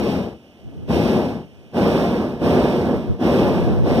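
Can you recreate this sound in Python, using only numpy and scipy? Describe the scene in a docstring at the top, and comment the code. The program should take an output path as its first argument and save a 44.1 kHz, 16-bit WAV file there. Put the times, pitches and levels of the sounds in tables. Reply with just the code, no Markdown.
"""The propane burner of a hot-air balloon fires six short blasts, heard from the basket.
Each blast is a hissing gas jet and a fluttering flame roar that die away as the valve closes.
Two of them start with a low thump as the gas catches. The small pilot flame burns in the gaps,
and light gusts rumble on the two ports (the left and right openings) of the microphone."""
import sys
import numpy as np
from scipy import signal
from scipy.fft import rfft, irfft
from scipy.io import wavfile
from scipy.ndimage import uniform_filter1d

SR = 44100
rng = np.random.default_rng(int(sys.argv[2]) if len(sys.argv) > 2 else 0)


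def int16_out(signal):
    """Quantize to a 16-bit WAV file."""
    q = np.round(np.clip(np.atleast_2d(signal).T, -1, 1) * 32767)
    wavfile.write(sys.argv[1], SR, q.astype(np.int16))


N = 176400

# How strong the gusts are: t/s, level/dB
GUST_LEVELS = [(0, -48), (.4, -68), (.59, -62), (.66, -33.5), (.73, -40), (.8, -31.5), (.9, -33),
               (1.15, -44), (1.65, -50), (2.0, -44), (2.88, -47), (2.96, -29), (3.04, -40), (3.11, -17.5),
               (3.2, -50), (3.42, -27.5), (3.55, -26), (3.69, -20), (3.78, -20.5), (3.88, -19.5),
               (4.0, -23)]
# The low rumble of wind: f/Hz, level/dB
WIND_SPECTRUM = [(20, -24), (45, -5), (70, 0), (150, 1.5), (210, -5.5), (350, -16.5), (700, -32),
                 (2000, -68)]
# The calm pilot flame: f/Hz, level/dB
PILOT_SPECTRUM = [(25, -36), (70, -4), (140, -1.5), (250, 1.5), (400, -4), (700, -8), (1200, -21),
                  (2000, -20.5), (3000, -14), (4000, -29.5), (5400, -26.5), (7500, -36.5), (15000, -39)]
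# The pilot flame is ruffled and burns louder in the first gap: t/s, level/dB
RUFFLE_LEVELS = [(.6, -62), (.66, -48), (.75, -42.5), (.87, -44), (.92, -65)]
# The ruffled pilot flame: f/Hz, level/dB
RUFFLE_SPECTRUM = [(60, -20), (150, -4), (290, -1.5), (450, -7), (800, -20), (2000, -37), (5000, -57)]
# Thumps as the gas catches: t/s, level/dB
THUMPS = [(0.899, -17), (1.768, -17)]
# One blast a row: start t/s, opening time/s, time from start until closing begins/s, closing time/s,
# jet level/dB, rumble level/dB, roar level/dB, flame left minus right/dB
VALVE_BLASTS = [(-.2, .07, 0.32, 0.27, 0, -3, -4, 3), (0.863, 0.075, 0.22, 0.41, 3.5, 0.5, -0.5, 1.5),
                (1.716, 0.088, .25, 0.55, 3, 0, 2, -.5), (2.373, .1, 0.19, 0.73, 2.5, 0, 0.5, -0.9),
                (3.168, 0.11, 0.22, 0.66, 2.5, 0, 2, 0), (3.8, 0.12, .3, .4, 1.5, -0.5, 1, 1.5)]
# The hiss of the gas jet: f/Hz, level/dB
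JET_SPECTRUM = [(900, -20), (1700, -5.5), (2400, 1), (3300, -3), (4300, -9.5), (5300, -8), (6500, -19),
                (7600, -22), (10500, -23.5), (12700, -21), (15000, -28.5)]
# The big flame: f/Hz, level/dB
FLAME_SPECTRUM = [(22, -40), (35, -32), (60, -5), (125, -7.5), (175, 2.5), (225, 3), (300, -1.5), (380, -1),
                  (490, -3.5), (640, -7), (820, -12), (1100, -18.5), (1400, -25.5), (1650, -24.5),
                  (2050, -31.5), (4000, -59)]
# The flame flares up or sinks for a moment: t/s, half length/s, level change/dB
FLAME_FLARES = [(0.976, 0.048, 1), (1.182, 0.036, 2.5), (1.84, 0.026, 2), (2.075, 0.028, -3.5),
                (2.527, 0.13, 2), (2.928, 0.066, 4.5), (3.028, 0.02, -2), (3.212, 0.022, -1),
                (3.277, 0.074, 1.5), (3.543, .1, -0.5)]
# Scattered sound compared with direct sound: f/Hz, level/dB
SCATTER_SPECTRUM = [(40, -6), (120, -12), (260, -16), (380, -16), (700, -19), (1100, -21), (1800, -29.5),
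                    (2400, -13), (3200, -20), (4200, -15), (5400, -4.5), (8000, -15.5), (15000, 4)]
# How much louder the left port is than the right: f/Hz, level/dB
LEFT_BALANCE = [(60, 4.5), (230, -1), (400, 1), (800, 0.5), (1500, -2), (3000, -4.5), (5400, -4),
                (8000, -1.5), (13000, -5)]
# How much later sound reaches the left port: f/Hz, delay/ms
LEFT_DELAY = [(300, 0.077), (700, -0.14), (1000, -0.0063), (1400, 0.051), (1850, 0.2), (2200, 0.198),
              (2700, 0.24), (3200, 0.26), (4000, 0.3), (4400, 0.314), (7200, 0.3495), (12000, 0.379),
              (15000, 0.43)]

FLUTTER_HZ, SURGE_HZ = 70.06, 25.16  # rates of fast and slower wobbles in loudness


def undb(db):
    """Turn decibels into a number to multiply by."""
    return 10 ** (np.asarray(db) / 20)


def unit(x):
    """Scale a signal to an average size (rms) of 1."""
    return x / np.sqrt(np.mean(x ** 2))


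def bins():
    """The frequencies in the spectrum of a whole signal."""
    return np.arange(N // 2 + 1) * SR / N


def curve(points):
    """Join (frequency, value) points with straight lines on a log-frequency axis."""
    hz, values = np.array(points, float).T
    return np.interp(np.log(bins() + 1), np.log(hz), values)


def colour(x, spectrum):
    """Shape the lows and highs of x with a spectrum table; the result has size 1."""
    return unit(irfft(rfft(x) * undb(curve(spectrum)), N))


def wobble(rate_hz):
    """A smooth random wobble of size 1."""
    hold = max(int(SR / rate_hz), 2)
    steps = np.repeat(rng.standard_normal(N)[:N // hold + 2], hold)
    return unit(uniform_filter1d(uniform_filter1d(steps, hold), hold)[:N])


def ports(pair):
    """A direct and a scattered sound arrive at the left and right microphone ports."""
    direct, scattered = rfft(pair)
    share, tilt = undb(curve(SCATTER_SPECTRUM)), undb(curve(LEFT_BALANCE) / 2)
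    delay = np.exp(-2j * np.pi * bins() * curve(LEFT_DELAY) / 1000)
    left = (direct + share * scattered) * tilt * delay
    right = (direct - share * scattered) / tilt
    power = (1 + share ** 2) * (tilt ** 2 + tilt ** -2)
    return irfft(np.array([left, right]) / np.sqrt(power), N)


def stereo_noise(spectrum):
    """Steady noise with the given spectrum, as the two ports hear it."""
    return colour(ports(rng.standard_normal((2, N))), spectrum)


def wind(t, level_db=0.5, buffet_db=1.5):
    """Swirls of air hit the ports, mostly pushing one while pulling the other."""
    gust_db = np.interp(t, *np.array(GUST_LEVELS).T) + buffet_db * wobble(rate_hz=28.93)
    opposed, shared = colour(rng.standard_normal((2, N)), WIND_SPECTRUM)
    return undb(level_db + gust_db) * (opposed * np.array([[1], [-1]]) + undb(-14) * shared)


def pilot(t, level_db=-47.5, flicker_db=0.3):
    """The small pilot flame murmurs and hisses all the time, and is briefly ruffled once."""
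    calm = undb(level_db - flicker_db * wobble(SURGE_HZ)) * stereo_noise(PILOT_SPECTRUM)
    ruffled = undb(np.interp(t, *np.array(RUFFLE_LEVELS).T)) * stereo_noise(RUFFLE_SPECTRUM)
    return calm + ruffled


def bump(t, at, half_s):
    """A bell-shaped rise and fall that peaks at time `at`."""
    return np.exp(-((t - at) / half_s) ** 2)


def ignition(t, pitch_hz=181):
    """Gas that catches from the pilot flame alone gives one short, low thump."""
    return sum(undb(db) * bump(t, at, half_s=0.0038) * np.sin(2 * np.pi * pitch_hz * (t - at))
               for at, db in THUMPS)


def gas_flow(t, start, opening, held, closing):
    """Gas flow in one blast, from 0 to 1: the valve opens quickly, stays open, then closes slowly."""
    rise = np.clip((t - start) / opening, 0, 1)
    fall = np.clip(1 - (t - start - held) / closing, 0, 1)
    return np.sin(np.pi / 2 * rise) ** 2 * fall ** 1.532


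def jet(t, level_db=-36, swell_db_per_s=2.5, flutter_db=0.4):
    """Propane hisses out of the nozzles with the flow, growing a little while the valve is held open."""
    power = 0
    for start, opening, held, closing, jet_db, *_ in VALVE_BLASTS:
        swell_db = swell_db_per_s * np.clip(t - start - held, -held, 0)
        power += (undb(jet_db + swell_db) * gas_flow(t, start, opening, held, closing)) ** 2
    hiss = stereo_noise(JET_SPECTRUM)
    return undb(level_db + flutter_db * wobble(FLUTTER_HZ)) * np.sqrt(power) * hiss


def burning(puffs_per_s=900, puff_spread_db=2, puff_share=0.47, flutter_db=0.14, surge_db=0.53):
    """Pockets of gas catch fire in tiny puffs over the rush of swirling gas."""
    catches = rng.random((2, N)) < puffs_per_s / SR
    puffs = catches * undb(puff_spread_db * rng.standard_normal((2, N)))
    rush = rng.standard_normal((2, N))
    burn = np.sqrt(1 - puff_share) * rush - np.sqrt(puff_share) * unit(puffs - puffs.mean())
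    burn *= undb(flutter_db * wobble(FLUTTER_HZ) + surge_db * wobble(SURGE_HZ))
    echo = 0.17 * np.roll(burn, int(0.00848 * SR), axis=1)  # bounces off the basket
    return colour(ports(burn + echo), FLAME_SPECTRUM)


def flame_size(t, start, opening, held, closing, lag_s=0.003):
    """The flame follows the gas flow a little late and levels off near full flow."""
    return np.sin(np.pi / 2 * gas_flow(t - lag_s, start, opening, held, closing))


def flame(t, level_db=-16.5, split_hz=250, linger_s=0.025):
    """The big flame turns duller as it shrinks: its deep rumble outlasts the roar above it."""
    burn = burning()
    rumble = irfft(rfft(burn) / (1 + (bins() / split_hz) ** 4), N)
    roar = burn - rumble
    rumble_power = roar_power = 0
    for start, opening, held, closing, _, rumble_db, roar_db, pan_db in VALVE_BLASTS:
        pan = undb(np.array([[pan_db], [-pan_db]]) / 2)
        rumble_size = flame_size(t, start, opening, held, closing + linger_s) ** 1.035
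        roar_size = flame_size(t, start, opening, held, closing) ** 1.03
        rumble_power += (pan * undb(rumble_db) * rumble_size) ** 2
        roar_power += (pan * undb(roar_db) * roar_size) ** 2
    flare_db = sum(db * bump(t, at, half_s) for at, half_s, db in FLAME_FLARES)
    return undb(level_db + flare_db) * (np.sqrt(rumble_power) * rumble + np.sqrt(roar_power) * roar)


def scene():
    """The burner, its pilot flame and the wind, together in open air."""
    t = np.arange(N) / SR
    return jet(t) + flame(t) + ignition(t) + pilot(t) + wind(t)


def record(dry, ceiling=0.76, top_hz=15450):
    """Round off the biggest peaks and cut the very highest treble."""
    rounded = dry / (1 + (dry / ceiling) ** 6) ** (1 / 6)
    low_pass = signal.ellip(10, .2, 80, top_hz, fs=SR, output="sos")
    return signal.sosfilt(low_pass, rounded)


dry = scene()
out = record(dry)
int16_out(out)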